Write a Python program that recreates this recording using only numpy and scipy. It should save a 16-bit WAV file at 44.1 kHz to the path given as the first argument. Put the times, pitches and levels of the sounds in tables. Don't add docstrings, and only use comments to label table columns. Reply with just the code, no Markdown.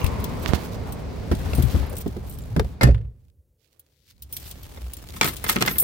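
import sys
import numpy as np
from scipy import signal
from scipy.fft import rfft, irfft, next_fast_len
from scipy.io import wavfile
from scipy.ndimage import uniform_filter1d

SR = 44100
rng = np.random.default_rng(int(sys.argv[2]) if len(sys.argv) > 2 else 0)


def file_out(sig):
    cols = np.atleast_2d(sig).T
    lim = np.clip(cols, -1, 1)
    pcm = np.round(lim * 32767).astype(np.int16)
    wavfile.write(sys.argv[1], SR, pcm)


N = 257352


def amp(db):
    return np.exp(np.asarray(db) * (np.log(10) / 20))


def unit(x):
    return x / np.sqrt(np.mean(x ** 2) + 1e-20)


def unit_attack(x, size=441):
    return x / np.sqrt(np.mean(x[..., :size] ** 2) + 1e-20)


def panned(x, side_db):
    ratio = amp(np.atleast_1d(side_db))
    return x * np.array([ratio, np.ones_like(ratio)]) * np.sqrt(2 / (1 + ratio ** 2))


def add(out, s, x):
    i = int(np.clip(s * SR, 0, N - 1))
    out[:, i:i + x.shape[1]] += x[:, :N - i]


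def colour(x, points):
    size = next_fast_len(x.shape[-1] // 2 + 2048, real=True) * 2
    hz, db = np.transpose(points)
    f = np.arange(size // 2 + 1) * SR / size + 1
    below_first = np.minimum(f / hz[0], 1) ** 2
    gain = amp(np.interp(np.log(f), np.log(hz), db)) * below_first
    cepstrum = irfft(np.log(gain))
    cepstrum[1:size // 2] *= 2
    cepstrum[size // 2 + 1:] = 0
    return irfft(rfft(x, size) * np.exp(rfft(cepstrum)))[..., :x.shape[-1]]


def brighter(points, treble_db, from_hz=2500, full_hz=9000):
    return [(hz, db + treble_db * np.interp(hz, [from_hz, full_hz], [0, 1])) for hz, db in points]


def pair(size, likeness, lag_count=0):
    shared, own = rng.standard_normal(size), rng.standard_normal((2, size))
    likeness = np.clip(likeness, 0, 1)
    common = np.array([np.roll(shared, lag_count), shared])
    return np.sqrt(likeness) * common + np.sqrt(1 - likeness) * own


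def fade(t60, size=SR // 3):
    return np.exp(-np.log(1000) * np.arange(size) / SR / max(t60, 1 / SR))


def swell(start, length, attack_s, t60):
    t = np.arange(N) / SR
    rise = np.clip(1 + (t - start) / attack_s, 0, 1) ** 2
    return rise * amp(-60 * np.clip((t - start - length) / t60, 0, 2))


def walk(rate):
    size = int(SR / rate)
    steps = np.repeat(rng.standard_normal(N // size + 1), size)
    return 0.61 * uniform_filter1d(steps, size)[:N]


def shifting(x, rate, depth_db, count=7):
    size = next_fast_len(N, real=True)
    spectrum = rfft(x, size)
    hz = (np.arange(spectrum.shape[1]) + 1) * SR / size
    register = np.clip(np.log2(hz / 250), 0, count - 1)
    out = 0
    for k in range(count):
        band = irfft(spectrum * np.maximum(1 - abs(register - k), 0), size)[:, :N]
        out = out + band * amp(depth_db * walk(rate))
    return out


def grains(length, grain_db, size=60):
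    return unit(np.repeat(amp(grain_db * rng.standard_normal(length // size + 1)), size)[:length])


def ring(modes, stretch=1, scatter_db=2, detune=.01, spread=0.68, lag_count=0):
    t, out = (np.arange(SR // 3) - np.array([[lag_count], [0]])) / SR, 0
    for hz, db, t60 in modes:
        size, tune, phase = rng.standard_normal(3)
        angle = 2 * np.pi * hz * (1 + detune * tune) * t + spread * phase * np.array([[1], [-1]])
        level = amp(db + scatter_db * size)
        out = out + level * fade(t60 * stretch) * np.sin(angle.astype(np.float32))
    return out


def struck_at(modes, lead_hz, others_db):
    lead = np.argmin([abs(hz - lead_hz) for hz, _, _ in modes])
    return [(hz, 0 if k == lead else db + others_db, t60) for k, (hz, db, t60) in enumerate(modes)]


def crack(t60, tail_db, likeness, snap_s=0.0078, rise_s=0.027):
    decay = fade(snap_s) + amp(tail_db) * fade(t60)
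    return pair(SR // 3, likeness, lag_count=17) * decay * (1 - fade(rise_s))


def rubbed(x, t60, size=882):
    chatter = rng.standard_normal(size) * fade(t60, size) * .06
    chatter[0] = 1
    return signal.oaconvolve(x, chatter[None], axes=1)[:, :x.shape[1]]


# f/Hz, level/dB
ROAR_COLOUR = [(82, -31), (140, -1.5), (269, -6.5), (309, -12.5), (417, -7.5), (584, -11.5), (958, -18.5),
               (1260, -22.5), (1840, -27), (2160, -26.5), (2970, -33), (4590, -32.5), (8480, -45),
               (13400, -55), (16000, -46)]
# f/Hz, level/dB
HOLLOW_BAND = [(700, -19.5), (950, -1.5), (1090, -3), (1250, -13.5), (1550, -21.5), (2100, -14.5),
               (2600, -20), (16000, -61.5)]
# f/Hz, level/dB
LEAK_RESPONSE = [(60, 3), (130, -3), (200, -15.5), (300, -16.5), (400, -14), (530, -12.5), (700, -30),
                 (1200, -37.5), (4000, -40), (16000, -32.5)]
GARAGE_DB, GARAGE_FALL_DB_PER_S, GARAGE_SIDE_DB = -32.5, 3.5, -1
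INSIDE_S, DUCK_IN_S, INSIDE_DB, SEAL_DB_PER_S = 2.03, 0.04, -4, 97
HOLLOW_DB, HOLLOW_FALL_DB_PER_S, LEAK_DB = -36.5, 19.5, -67.5


def garage():
    t = np.arange(N) / SR
    inside = np.clip((t - INSIDE_S) / DUCK_IN_S + .5, 0, 1)
    roar = unit(shifting(colour(pair(N, 0.27), ROAR_COLOUR), rate=7.6, depth_db=1.5))
    roar = roar * amp(GARAGE_DB - GARAGE_FALL_DB_PER_S * t + INSIDE_DB * inside)
    hollow = unit(colour(pair(N, 0.18), HOLLOW_BAND)) * amp(HOLLOW_DB - HOLLOW_FALL_DB_PER_S * t)
    seal = amp(-SEAL_DB_PER_S * np.maximum(t - LATCH_CONTACTS[0][0], 0))
    leak = amp(LEAK_DB) * unit(colour(pair(N, 1.0), LEAK_RESPONSE))
    return panned((roar + hollow) * seal, GARAGE_SIDE_DB) + leak


# t/s, length/s, rumble level/dB, cloth level/dB, rumble side/dB, cloth side/dB
BODY_MOVES = [(0, 0.37, -27.5, -48, 3.5, 30), (0.463, 0.2, -43, -45, -5, -5),
              (0.76, 0.62, -31.5, -54, -1, 3.5), (1.471, 0.34, -26, -42, 8.5, 2),
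              (2.006, 0.71, -34, -53.5, 0, -0.5), (3.229, 0.046, -57.5, -73.5, -8, -2.5),
              (3.76, 0.16, -85.5, -71, 0, -10), (4.198, 0.042, -54, -72, -5, -8),
              (4.401, 0.74, -43, -48.5, 0, 0), (5.258, .08, -39.5, -42, -1, 3),
              (5.5, 0.4, -38, -39, -2, 1.5)]
# f/Hz, level/dB
CLOTH_RESPONSE = [(300, 7.5), (700, 1.5), (1500, -4.5), (3500, -5), (7000, -9.5), (11000, -10.5),
                  (16000, -9)]
MOVE_ATTACK_S, RUMBLE_T60_S, CLOTH_T60_S = 0.27, 0.64, 0.21
FITS_PER_S, FITS_DB = 14, 2.1


def cloth():
    catches = grains(N, grain_db=3.0) * grains(N, grain_db=2, size=350)
    hiss = colour(pair(N, 0.11) * catches, CLOTH_RESPONSE)
    effort = 0
    for s, length, _, db, _, side_db in BODY_MOVES:
        effort = effort + panned(amp(db) * swell(s, length, MOVE_ATTACK_S, CLOTH_T60_S), side_db)
    return unit(hiss * amp(FITS_DB * walk(FITS_PER_S))) * effort


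# f/Hz, level/dB
RUMBLE_RESPONSE = [(15, -45.5), (25, -11), (52, 0), (70, 2.5), (156, -9.5), (236, -17), (282, -16.5),
                   (300, -20.5), (390, -43.5), (660, -120)]


def rumble():
    weight = 0
    for s, length, db, _, side_db, _ in BODY_MOVES:
        weight = weight + panned(amp(db) * swell(s, length, MOVE_ATTACK_S, RUMBLE_T60_S), side_db)
    return unit(colour(pair(N, 0.84), RUMBLE_RESPONSE)) * weight


# f/Hz, relative level/dB, share of the ring time
BLADE_MODES = [(5650, -24, .8), (7235, -20, 1), (8400, -11, .8), (9257, -5, 1), (9590, -15, .6),
               (10182, -15, 1.1), (12296, -13, .5), (13252, -1, 1), (14150, -12, .6), (14418, 0, 1),
               (14630, -8, .5), (15650, -7, .6)]
# t/s, length/s, level/dB
HAND_SHAKES = [(0, 0.044, -46.5), (0.422, 0.0094, -44), (1.535, 0.13, -48), (1.955, 0.064, -39.5),
               (2.284, 0.052, -46), (4.34, 0.16, -46), (5.167, 0.058, -44), (5.252, 0.046, -32.5),
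               (5.497, 0.015, -27.5), (5.679, 0.024, -33)]
SHAKE_ATTACK_S, SHAKE_T60_S = 0.061, 0.09


def jingle(rate=170, ring_s=0.036, graze_db=-2, count=12):
    out, shake = 0, 0
    for s, length, db in HAND_SHAKES:
        shake = shake + amp(db) * swell(s, length, SHAKE_ATTACK_S, SHAKE_T60_S)
    for _ in range(count):
        touches = (rng.random(N) < rate / count / SR) * amp(3.5 * rng.standard_normal(N))
        blade = unit_attack(ring(BLADE_MODES, ring_s, scatter_db=8, detune=.045, spread=1.1))
        graze = colour(crack(0.035, tail_db=-2.5, likeness=0.13), [(3000, -3.0), (15000, -6.0)])
        blade = blade + amp(graze_db) * unit_attack(graze)
        blade = blade / np.sqrt(count * np.sum(blade ** 2) / 2)
        out = out + signal.oaconvolve((unit(touches) * shake)[None], blade, axes=1)[:, :N]
    return out


# t/s, level/dB, side/dB
HOOP_TOUCHES = [(0.016, -36.5, -18), (0.029, -42, 11), (0.045, -36.5, -17), (0.063, -36.5, -14),
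                (1.533, -38, 7), (4.367, -51, 10), (4.516, -62, -2)]
# f/Hz, relative level/dB, t60/s
HOOP_MODES = [(2300, 4.5, 0.094), (2470, 5, 0.072), (2716, 22, 0.022), (2930, -10, 0.032), (3120, -22, .05),
              (3850, -2, 0.036), (6170, 4, 0.055)]


def hoop_touches():
    out = np.zeros((2, N))
    for s, db, side_db in HOOP_TOUCHES:
        hoop = ring(HOOP_MODES, scatter_db=2.5, detune=.02)
        add(out, s, amp(db) * panned(unit_attack(hoop), side_db))
    return out


# t/s, ring level/dB, tick level/dB
KEY_CLINKS = [(0.042, -35, -38), (0.063, -36, -34.5), (0.2, -46, -48), (0.241, -30.5, -34),
              (0.6434, -56, -62), (0.9222, -39, -43.5), (1.349, -51, -42), (1.55, -37, -39.5),
              (1.623, -30, -37), (1.97, -49, -49), (2.0027, -48, -54), (2.076, -47, -45.5),
              (2.386, -43, -50), (3.795, -46, -60.5), (4.2217, -37.5, -45.5), (4.232, -45, -57),
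              (4.326, -31, -42.5), (4.366, -34, -37), (4.511, -40, -39), (4.6305, -45, -47),
              (4.9345, -33.5, -40.5), (4.968, -41, -48), (5.2434, -27, -26.5), (5.283, -28.5, -30.5),
              (5.337, -36.5, -55), (5.366, -37, -36.5), (5.4405, -27.5, -36), (5.494, -16.5, -24),
              (5.661, -30, -31), (5.783, -18.5, -31.5)]
# t/s, side/dB
KEY_POSITION = [(.25, 17), (.6, 2), (4.7, -0.5), (5.83, 9)]
CLINK_T60_S, BLADE_DB = 0.046, -2


def clinks():
    out = np.zeros((2, N))
    tick_colour = [(2200, -10.5), (3300, 5.0), (6000, -0.5), (9000, 0.5), (11500, -5.5), (16000, -5.0)]
    edge_colour = [(8000, -55), (11000, -4), (13000, -8), (14500, -18), (16000, -2.0)]
    for s, db, tick_db in KEY_CLINKS:
        tick = crack(0.087, tail_db=-16.0, likeness=0.037, snap_s=0.017)
        tick = unit_attack(colour(tick, tick_colour))
        edge = crack(0.035, tail_db=-25.0, likeness=.25, snap_s=0.0072)
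        edge = unit_attack(colour(edge, edge_colour))
        blade = unit_attack(ring(BLADE_MODES, CLINK_T60_S, scatter_db=6, detune=.035, spread=1.2))
        clink = amp(tick_db) * tick + amp(db) * (edge + amp(BLADE_DB) * blade)
        add(out, s, panned(clink, np.interp(s, *np.transpose(KEY_POSITION))))
    return out


# f/Hz, relative level/dB, t60/s
BODY_PANEL_MODES = [(152, 0.5, .1), (195.8, 3.5, 0.1), (238, 4.5, 0.076), (276, -2, 0.09),
                    (359, 1.5, 0.085), (406.2, 0, 0.069), (441, -5.5, 0.07), (550.6, -8.5, 0.054),
                    (690, -4.5, 0.036)]


def panel(lead_hz=230):
    struck = struck_at(BODY_PANEL_MODES, lead_hz, others_db=-6)
    modes = ring(struck, scatter_db=2, detune=.025, spread=.4)
    return unit_attack(modes * (1 - fade(0.026)), size=882)


# f/Hz, relative level/dB, unstretched t60/s
PLASTIC_MODES = [(760, -6, .035), (894, -2, .03), (1060, -1, .06), (1280, 0, .07), (1370, -4, .04),
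                 (1560, -4, .035), (1850, -2, .04), (2090, -2, .055), (2290, -2, .045), (2620, -4, .035),
                 (3330, -4, .05), (3550, -2, .046), (4130, -2, .04), (5040, -6, .03), (5370, -6, .03)]


def trim(lead_hz=1280, others_db=0, stretch=1):
    struck = struck_at(PLASTIC_MODES, lead_hz, others_db)
    modes = ring(struck, stretch, scatter_db=2, detune=.018, spread=1.3)
    return unit_attack(rubbed(modes, 0.027) * (1 - fade(0.008)))


# t/s, crack level/dB, boom level/dB, panel level/dB,
# leading panel mode f/Hz, trim level/dB, side/dB, crack tail t60/s
BODY_KNOCKS = [(0.039, -41, -16.5, -45, 195, -60, 31, 0.046),
               (0.489, -27.5, -20.5, -39.5, 195, -44, -19, 0.05),
               (0.536, -31.5, -21, -32, 240, -34.5, -13, .12),
               (1.314, -26.5, -17.5, -18.5, 359, -35, -0.5, 0.085),
               (1.533, -28.5, -31, -34, 195, -40, -3, 0.017), (1.583, -37.5, -15, -20.5, 150, -48, 5, 0.17),
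               (1.636, -56.5, -14.5, -43, 150, -60, 25, .07), (1.745, -35.5, -15, -21.5, 150, -50, 8, .14),
               (2.061, -40, -41, -23, 410, -56, -1.5, 0.065), (2.165, -44, -44, -30, 360, -58, -3, 0.033),
               (2.563, -26.5, -22, -20.5, 240, -46, -0.5, 0.032),
               (2.595, -20.5, -19, -25, 440, -33, 1, 0.023),
               (2.645, -41, -25, -41.5, 195, -57.5, -1, 0.028), (4.772, -46, -42, -48, 550, -44.5, -1, .06),
               (5.825, -33.5, -45, -33, 410, -50, 0, .08)]
# f/Hz, level/dB
KNOCK_RESPONSE = [(290, -14), (500, 0), (1160, -12), (2040, -16), (2570, -23.5), (5020, -23.5), (5550, -28),
                  (8700, -33.5), (11600, -30.5), (16000, -35.5)]
# f/Hz, relative level/dB, t60/s
CABIN_MODES = [(65.15, -9.5, 0.28), (82, 2, 0.11), (122.7, -3.5, 0.12)]


def knocks():
    out = np.zeros((2, N))
    for s, crack_db, boom_db, panel_db, panel_hz, trim_db, side_db, t60 in BODY_KNOCKS:
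        contact = crack(t60, tail_db=-1.5, likeness=0.2, snap_s=0.0067, rise_s=.015)
        contact = unit_attack(colour(contact, KNOCK_RESPONSE))
        boom = ring(CABIN_MODES, scatter_db=4.5, detune=0.02, spread=0.25) * (1 - fade(0.02))
        blow = amp(crack_db) * contact + amp(panel_db) * panel(panel_hz)
        blow = blow + amp(trim_db) * trim(stretch=.55) + amp(boom_db) * unit_attack(boom, size=1323)
        add(out, s, panned(blow, side_db))
    return out


def cabin(x, t60=0.072, echo_db=-15.5):
    echo = colour(pair(SR // 3, 0.27), [(450, 2.0), (3000, -0.5), (16000, -5.5)])
    echo = echo * fade(t60) * (1 - fade(0.044))
    echo = echo / np.sqrt(np.sum(echo ** 2) / 2)
    return x + amp(echo_db) * signal.oaconvolve(x, echo, axes=1)[:, :N]


# t/s, length/s, level/dB, side/dB
SEAT_SCUFFS = [(0.454, 0.11, -32, -8.5), (1.45, 0.42, -37.5, -1)]


def scuffs(attack_s=0.086, t60=0.4):
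    drag_colour = [(130, -2.0), (420, -9.5), (1000, -16.5), (2100, -22.5), (4500, -28.0), (9000, -43.0)]
    drag, effort = unit(colour(pair(N, 0.36), drag_colour)), 0
    for s, length, db, side_db in SEAT_SCUFFS:
        effort = effort + panned(amp(db) * swell(s, length, attack_s, t60), side_db)
    return drag * effort


# t/s, level/dB, ring t60/s, leading mode f/Hz, other modes relative level/dB
SWINGING_KEYS = [(0.43, -48, .06, 14630, -8), (0.644, -50, .05, 15650, -14), (0.923, -42, 0.088, 8400, -7),
                 (1.475, -62, .07, 14418, -4), (1.552, -43, 0.1, 14418, -3), (1.553, -42, 0.12, 9257, -12),
                 (1.577, -42, 0.12, 8400, -3), (1.628, -39, 0.064, 9257, -12), (1.654, -51, .06, 7235, -5),
                 (1.712, -47, 0.06, 9257, -5), (1.735, -48, .06, 14630, -6), (1.862, -49, 0.068, 9257, -10),
                 (1.896, -44.5, .07, 9257, -4), (2.005, -51, .07, 9257, -8), (2.268, -58, .06, 9257, -6),
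                 (1.982, -37, 0.032, 8400, -3), (2.296, -42, 0.048, 14600, -2),
                 (2.334, -52.5, 0.23, 8400, -20), (2.419, -52, 0.047, 7235, -18),
                 (4.33, -34.5, 0.18, 14600, -15), (4.334, -47.5, 0.23, 5650, -20),
                 (4.367, -37, .04, 12296, -6), (4.968, -50, 0.064, 7235, -14),
                 (5.262, -27.5, 0.22, 14200, -11), (5.708, -30.5, 0.35, 14418, -16),
                 (5.784, -20, 0.58, 13252, 0), (5.799, -15.5, 0.1, 14660, -5)]


def neighbour():
    return unit_attack(rubbed(ring(BLADE_MODES, .06, scatter_db=5, detune=.05, spread=1.2), .04))


def free_rings(neighbour_db=-3.5):
    out = np.zeros((2, N))
    for s, db, t60, lead_hz, others_db in SWINGING_KEYS:
        struck = struck_at(BLADE_MODES, lead_hz, others_db)
        blade = ring(struck, t60, scatter_db=1.2, detune=.0008, spread=1.1)
        blade = unit_attack(blade * (1 - fade(.008)))
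        add(out, s, amp(db) * (blade + amp(neighbour_db) * neighbour()))
    return out


# t/s, level/dB, f/Hz, t60/s, side/dB
CASE_TAPS = [(0.4608, -1.5, 1698, 0.0014, -48), (0.5351, -1, 170, 0.013, -44)]
# f/Hz, level/dB
CASE_RESPONSE = [(20, 1), (4500, -1.5), (9000, -16), (16000, -24.5)]


def finger_taps():
    out = np.zeros((2, N))
    for s, db, hz, t60, side_db in CASE_TAPS:
        case = fade(t60) * np.cos(2 * np.pi * hz * np.arange(SR // 3) / SR)
        add(out, s, panned(-amp(db) * colour(case, CASE_RESPONSE), side_db))
    return out


# t/s, length/s, level before the Hann window/dB, side/dB
HAND_BRUSHES = [(0.466, 0.032, -33, -7), (0.532, 0.039, -31, -27), (0.711, 0.056, -42.5, -18),
                (1.673, 0.081, -41, 0), (3.563, 0.16, -66.5, -20), (3.691, 0.076, -69, -11),
                (3.763, 0.58, -68, 16), (4.034, 0.12, -57, -0.5), (4.381, 0.14, -48, -4)]
# f/Hz, level/dB
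BRUSH_RESPONSE = [(600, -15.5), (2000, 2.5), (4500, 7.5), (7000, 0.5), (9000, -3), (16000, 0)]


def brushes(grain_db=4):
    out = np.zeros((2, N))
    for s, length, db, side_db in HAND_BRUSHES:
        size = int(length * SR)
        brush = unit(colour(pair(size, .4) * grains(size, grain_db), BRUSH_RESPONSE))
        add(out, s, panned(amp(db) * brush * np.hanning(size), side_db))
    return out


# t/s, length/s, pitch f/Hz, level before the Hann window/dB
SOLE_SCRAPES = [(0.84, 0.089, 830, -38.5), (0.971, 0.058, 526, -43), (1.391, .04, 2000, -44.5),
                (1.439, 0.052, 900, -40), (1.804, 0.054, 700, -41.5), (1.9, 0.06, 557, -36.5),
                (2.225, 0.044, 680, -45.5), (2.505, .03, 645, -48)]
# multiple of the pitch, level/dB
GRIT_BAND = [(.4, -23), (.8, 2), (1, 2.5), (1.25, -5), (2.5, -18.5), (7, -28.5)]


def scrapes(grit_db=3.0):
    out = np.zeros((2, N))
    for s, length, hz, db in SOLE_SCRAPES:
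        size = int(length * SR)
        band = [(hz * k, band_db) for k, band_db in GRIT_BAND]
        grit = colour(pair(size, 0.28) * grains(size, grit_db, size=150), band)
        add(out, s, amp(db) * unit(grit) * np.hanning(size))
    return out


# t/s, length/s, f/Hz, peak level/dB
AIR_SWAYS = [(2.492, 0.077, 112, -23.5), (3.371, 0.053, 71.6, -46), (3.485, 0.057, 62, -56),
             (3.958, .08, 62, -60), (4.206, 0.096, 65.5, -41), (4.766, .19, 60.6, -26.5),
             (5.6, 0.088, 130, -28.5)]


def sways():
    out = np.zeros((2, N))
    for s, length, hz, db in AIR_SWAYS:
        t = np.arange(int(length * SR)) / SR
        add(out, s, panned(amp(db) * np.sin(2 * np.pi * hz * t) * np.hanning(len(t)), 0))
    return out


# t/s, length/s, start f/Hz, end f/Hz, level/dB
DOOR_GROANS = [(2.564, 0.027, 150, 185, -15.5), (2.573, 0.062, 330.5, 452, -27.5),
               (2.885, 0.015, 600, 510, -20)]


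def groans():
    out = np.zeros((2, N))
    for s, length, start_hz, end_hz, db in DOOR_GROANS:
        hz = np.linspace(start_hz, end_hz, int(length * SR))
        tone = np.sin(2 * np.pi * np.cumsum(hz) / SR)
        add(out, s, panned(amp(db) * tone * signal.windows.tukey(len(hz)), 0))
    return out


# t/s, snap level/dB, snap tail t60/s,
# steel level/dB, leading steel mode f/Hz, panel level/dB, treble lift/dB
LATCH_CONTACTS = [(2.81, -21.5, 0.2, -23, 1080, -26.5, -9), (2.817, -29, .05, -28.5, 2100, -38.5, -7.5),
                  (2.832, -18, .04, -21, 1281, -18, 3.5), (2.837, -26.5, .03, -27, 4398, -27, 1.5),
                  (2.851, -36, .085, -38, 1787, -27.5, -2), (2.871, -33.5, 0.09, -36.5, 1787, -19.5, -6),
                  (2.887, -38.5, 0.081, -39, 820, -24, -17.5)]
# f/Hz, level/dB
LATCH_RESPONSE = [(290, -32.5), (500, -2), (868, -14.5), (2070, -15), (2260, -23.5), (3980, -23),
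                  (4470, -22), (7100, -28), (9770, -27), (16000, -35)]
# f/Hz, relative level/dB, t60/s
STEEL_MODES = [(820, -2, .05), (1080, 0, .05), (1281, 1, .07), (1523, 0, .06), (1787, -2, .11),
               (2100, -2, .06), (2290, -5, .05), (2536, -6, .05), (3580, -8, .04), (4398, -5, .035),
               (4565, -9, .04), (4899, -4, .04), (5211, -9, .04)]


def latch(chatter_db=1.5):
    out = np.zeros((2, N))
    for s, db, t60, steel_db, lead_hz, panel_db, treble_db in LATCH_CONTACTS:
        contact = crack(t60, tail_db=-5.0, likeness=0.4, rise_s=0.0072) * grains(SR // 3, chatter_db)
        snap = unit_attack(colour(contact, brighter(LATCH_RESPONSE, treble_db)))
        struck = struck_at(STEEL_MODES, lead_hz, others_db=-1)
        steel = ring(struck, scatter_db=1.5, detune=.006, spread=.5, lag_count=14)
        steel = unit_attack(rubbed(steel, .03) * (1 - fade(0.011)))
        add(out, s, amp(db) * snap + amp(steel_db) * steel + amp(panel_db) * panel())
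    return out


# t/s, f/Hz, level/dB, t60/s
SLAM_TONES = [(2.84, 125, -3, 0.24), (2.828, 49, -10, 0.14), (2.884, 59, -4, 0.32), (2.902, 120, -17, 0.22)]
# f/Hz, level/dB
SHUDDER_RESPONSE = [(45, 8.5), (125, 11.5), (180, -8), (300, -23), (430, -11.5), (560, -23.5), (800, -36),
                    (2200, -45), (4000, -51), (16000, -69.5)]


def slam(shut_s=2.84):
    out, t = np.zeros((2, N)), np.arange(SR) / SR
    for s, hz, db, t60 in SLAM_TONES:
        boom = amp(db) * np.sin(2 * np.pi * hz * t) * fade(t60, size=SR)
        add(out, s, panned(boom, -4.0))
    shudder = unit(colour(pair(SR, 0.9), SHUDDER_RESPONSE)) * fade(0.56, size=SR)
    add(out, shut_s, amp(-12) * shudder)
    return out


# t/s, level/dB
LOOSE_BOUNCES = [(2.909, -41), (2.945, -39), (2.979, -49.5), (3.011, -54), (3.048, -62)]
# f/Hz, level/dB
DULLING_RESPONSE = [(60, -2), (1900, -4.5), (2600, 2), (6000, -13), (16000, -13.5)]


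def rattles():
    out = np.zeros((2, N))
    for s, db in LOOSE_BOUNCES:
        buzz = colour(crack(0.031, tail_db=-6.0, likeness=0.4), LATCH_RESPONSE)
        add(out, s, amp(db) * unit_attack(colour(buzz, DULLING_RESPONSE)))
    return out


# t/s, level/dB
SEAT_TICKS = [(3.283, -72), (3.3, -70), (3.729, -64), (3.864, -68), (4.109, -56), (4.18, -65), (5.073, -50),
              (5.088, -43.5), (5.104, -45.5), (5.123, -51)]


def seat_ticks():
    out = np.zeros((2, N))
    for s, db in SEAT_TICKS:
        tick = colour(crack(0.033, tail_db=-20, likeness=0.3, rise_s=0.0013), BRUSH_RESPONSE)
        add(out, s, amp(db) * unit_attack(tick))
    return out


# t/s, snap level/dB, ring level/dB, leading mode f/Hz,
# hollow knock level/dB, snap tail t60/s, treble lift/dB
TRIM_CONTACTS = [(5.138, -52, -50, 894, -45, .05, -6), (5.164, -40.5, -42, 2090, -46, .11, 7),
                 (5.212, -14.5, -18, 2290, -26.5, 0.054, -1), (5.23, -24.5, -21, 2290, -37, 0.035, 3),
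                 (5.243, -28, -27.5, 2290, -26.5, .16, -2), (5.258, -30.5, -36, 3550, -38, 0.094, -2),
                 (5.274, -30, -30, 2290, -34, 0.094, -4), (5.288, -38, -34, 2090, -39.5, 0.045, -6),
                 (5.441, -30, -33, 2090, -37.5, 0.12, -19), (5.464, -31, -32, 2090, -38.5, 0.12, -11),
                 (5.49, -25.5, -27, 1850, -52, 0.018, 0), (5.495, -21.5, -25.5, 2090, -34.5, 0.03, 4),
                 (5.505, -28.5, -45, 1060, -45, 0.24, 2), (5.5596, -29.5, -33, 2290, -23, 0.019, 7),
                 (5.565, -22, -31, 1280, -26.5, 0.011, -29), (5.585, -36, -41, 1060, -42, 0.044, -5),
                 (5.608, -28.5, -35, 1060, -26, 0.042, 3), (5.614, -26, -26, 1370, -25, .03, 5),
                 (5.6235, -17, -26.5, 1370, -45, 0.016, 0), (5.651, -30.5, -45, 1280, -34, 0.26, -14),
                 (5.677, -20, -20.5, 2090, -29, 0.1, -8), (5.712, -35, -40, 1060, -33, 0.078, 10),
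                 (5.756, -38.5, -44.5, 2090, -40, 0.086, -17)]
# f/Hz, level/dB
TRIM_RESPONSE = [(240, -25), (400, 2), (626, 1), (1310, 4.5), (1530, 6), (5190, -1.5), (7750, -4),
                 (9320, -7.5), (10100, -9.5), (13500, -9), (16000, -19)]


def clatter(chatter_db=5):
    out = np.zeros((2, N))
    for s, db, ring_db, lead_hz, hollow_db, t60, treble_db in TRIM_CONTACTS:
        contact = crack(t60, tail_db=-5.5, likeness=0.1, snap_s=0.007, rise_s=0.0021)
        contact = contact * grains(SR // 3, chatter_db)
        snap = unit_attack(colour(contact, brighter(TRIM_RESPONSE, treble_db)))
        plastic = amp(ring_db) * trim(lead_hz, others_db=-7.5)
        add(out, s, amp(db) * snap + plastic + amp(hollow_db) * panel(lead_hz=240))
    return panned(out, 0.1)


def scene():
    blows = cabin(knocks() + groans() + latch() + slam() + rattles() + clatter())
    bunch = jingle() + hoop_touches() + clinks() + free_rings()
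    handling = finger_taps() + brushes() + sways() + seat_ticks()
    body = cloth() + rumble() + scuffs() + scrapes()
    return garage() + body + bunch + blows + handling


def record(dry, low_hz=32, top_hz=15900):
    heard = signal.sosfilt(signal.butter(2, low_hz, "high", fs=SR, output="sos"), dry)
    top_cut = signal.ellip(10, .2, 70, top_hz, fs=SR, output="sos")
    return signal.sosfilt(top_cut, np.clip(heard, -1, 1))


dry = scene()
out = record(dry)
file_out(out)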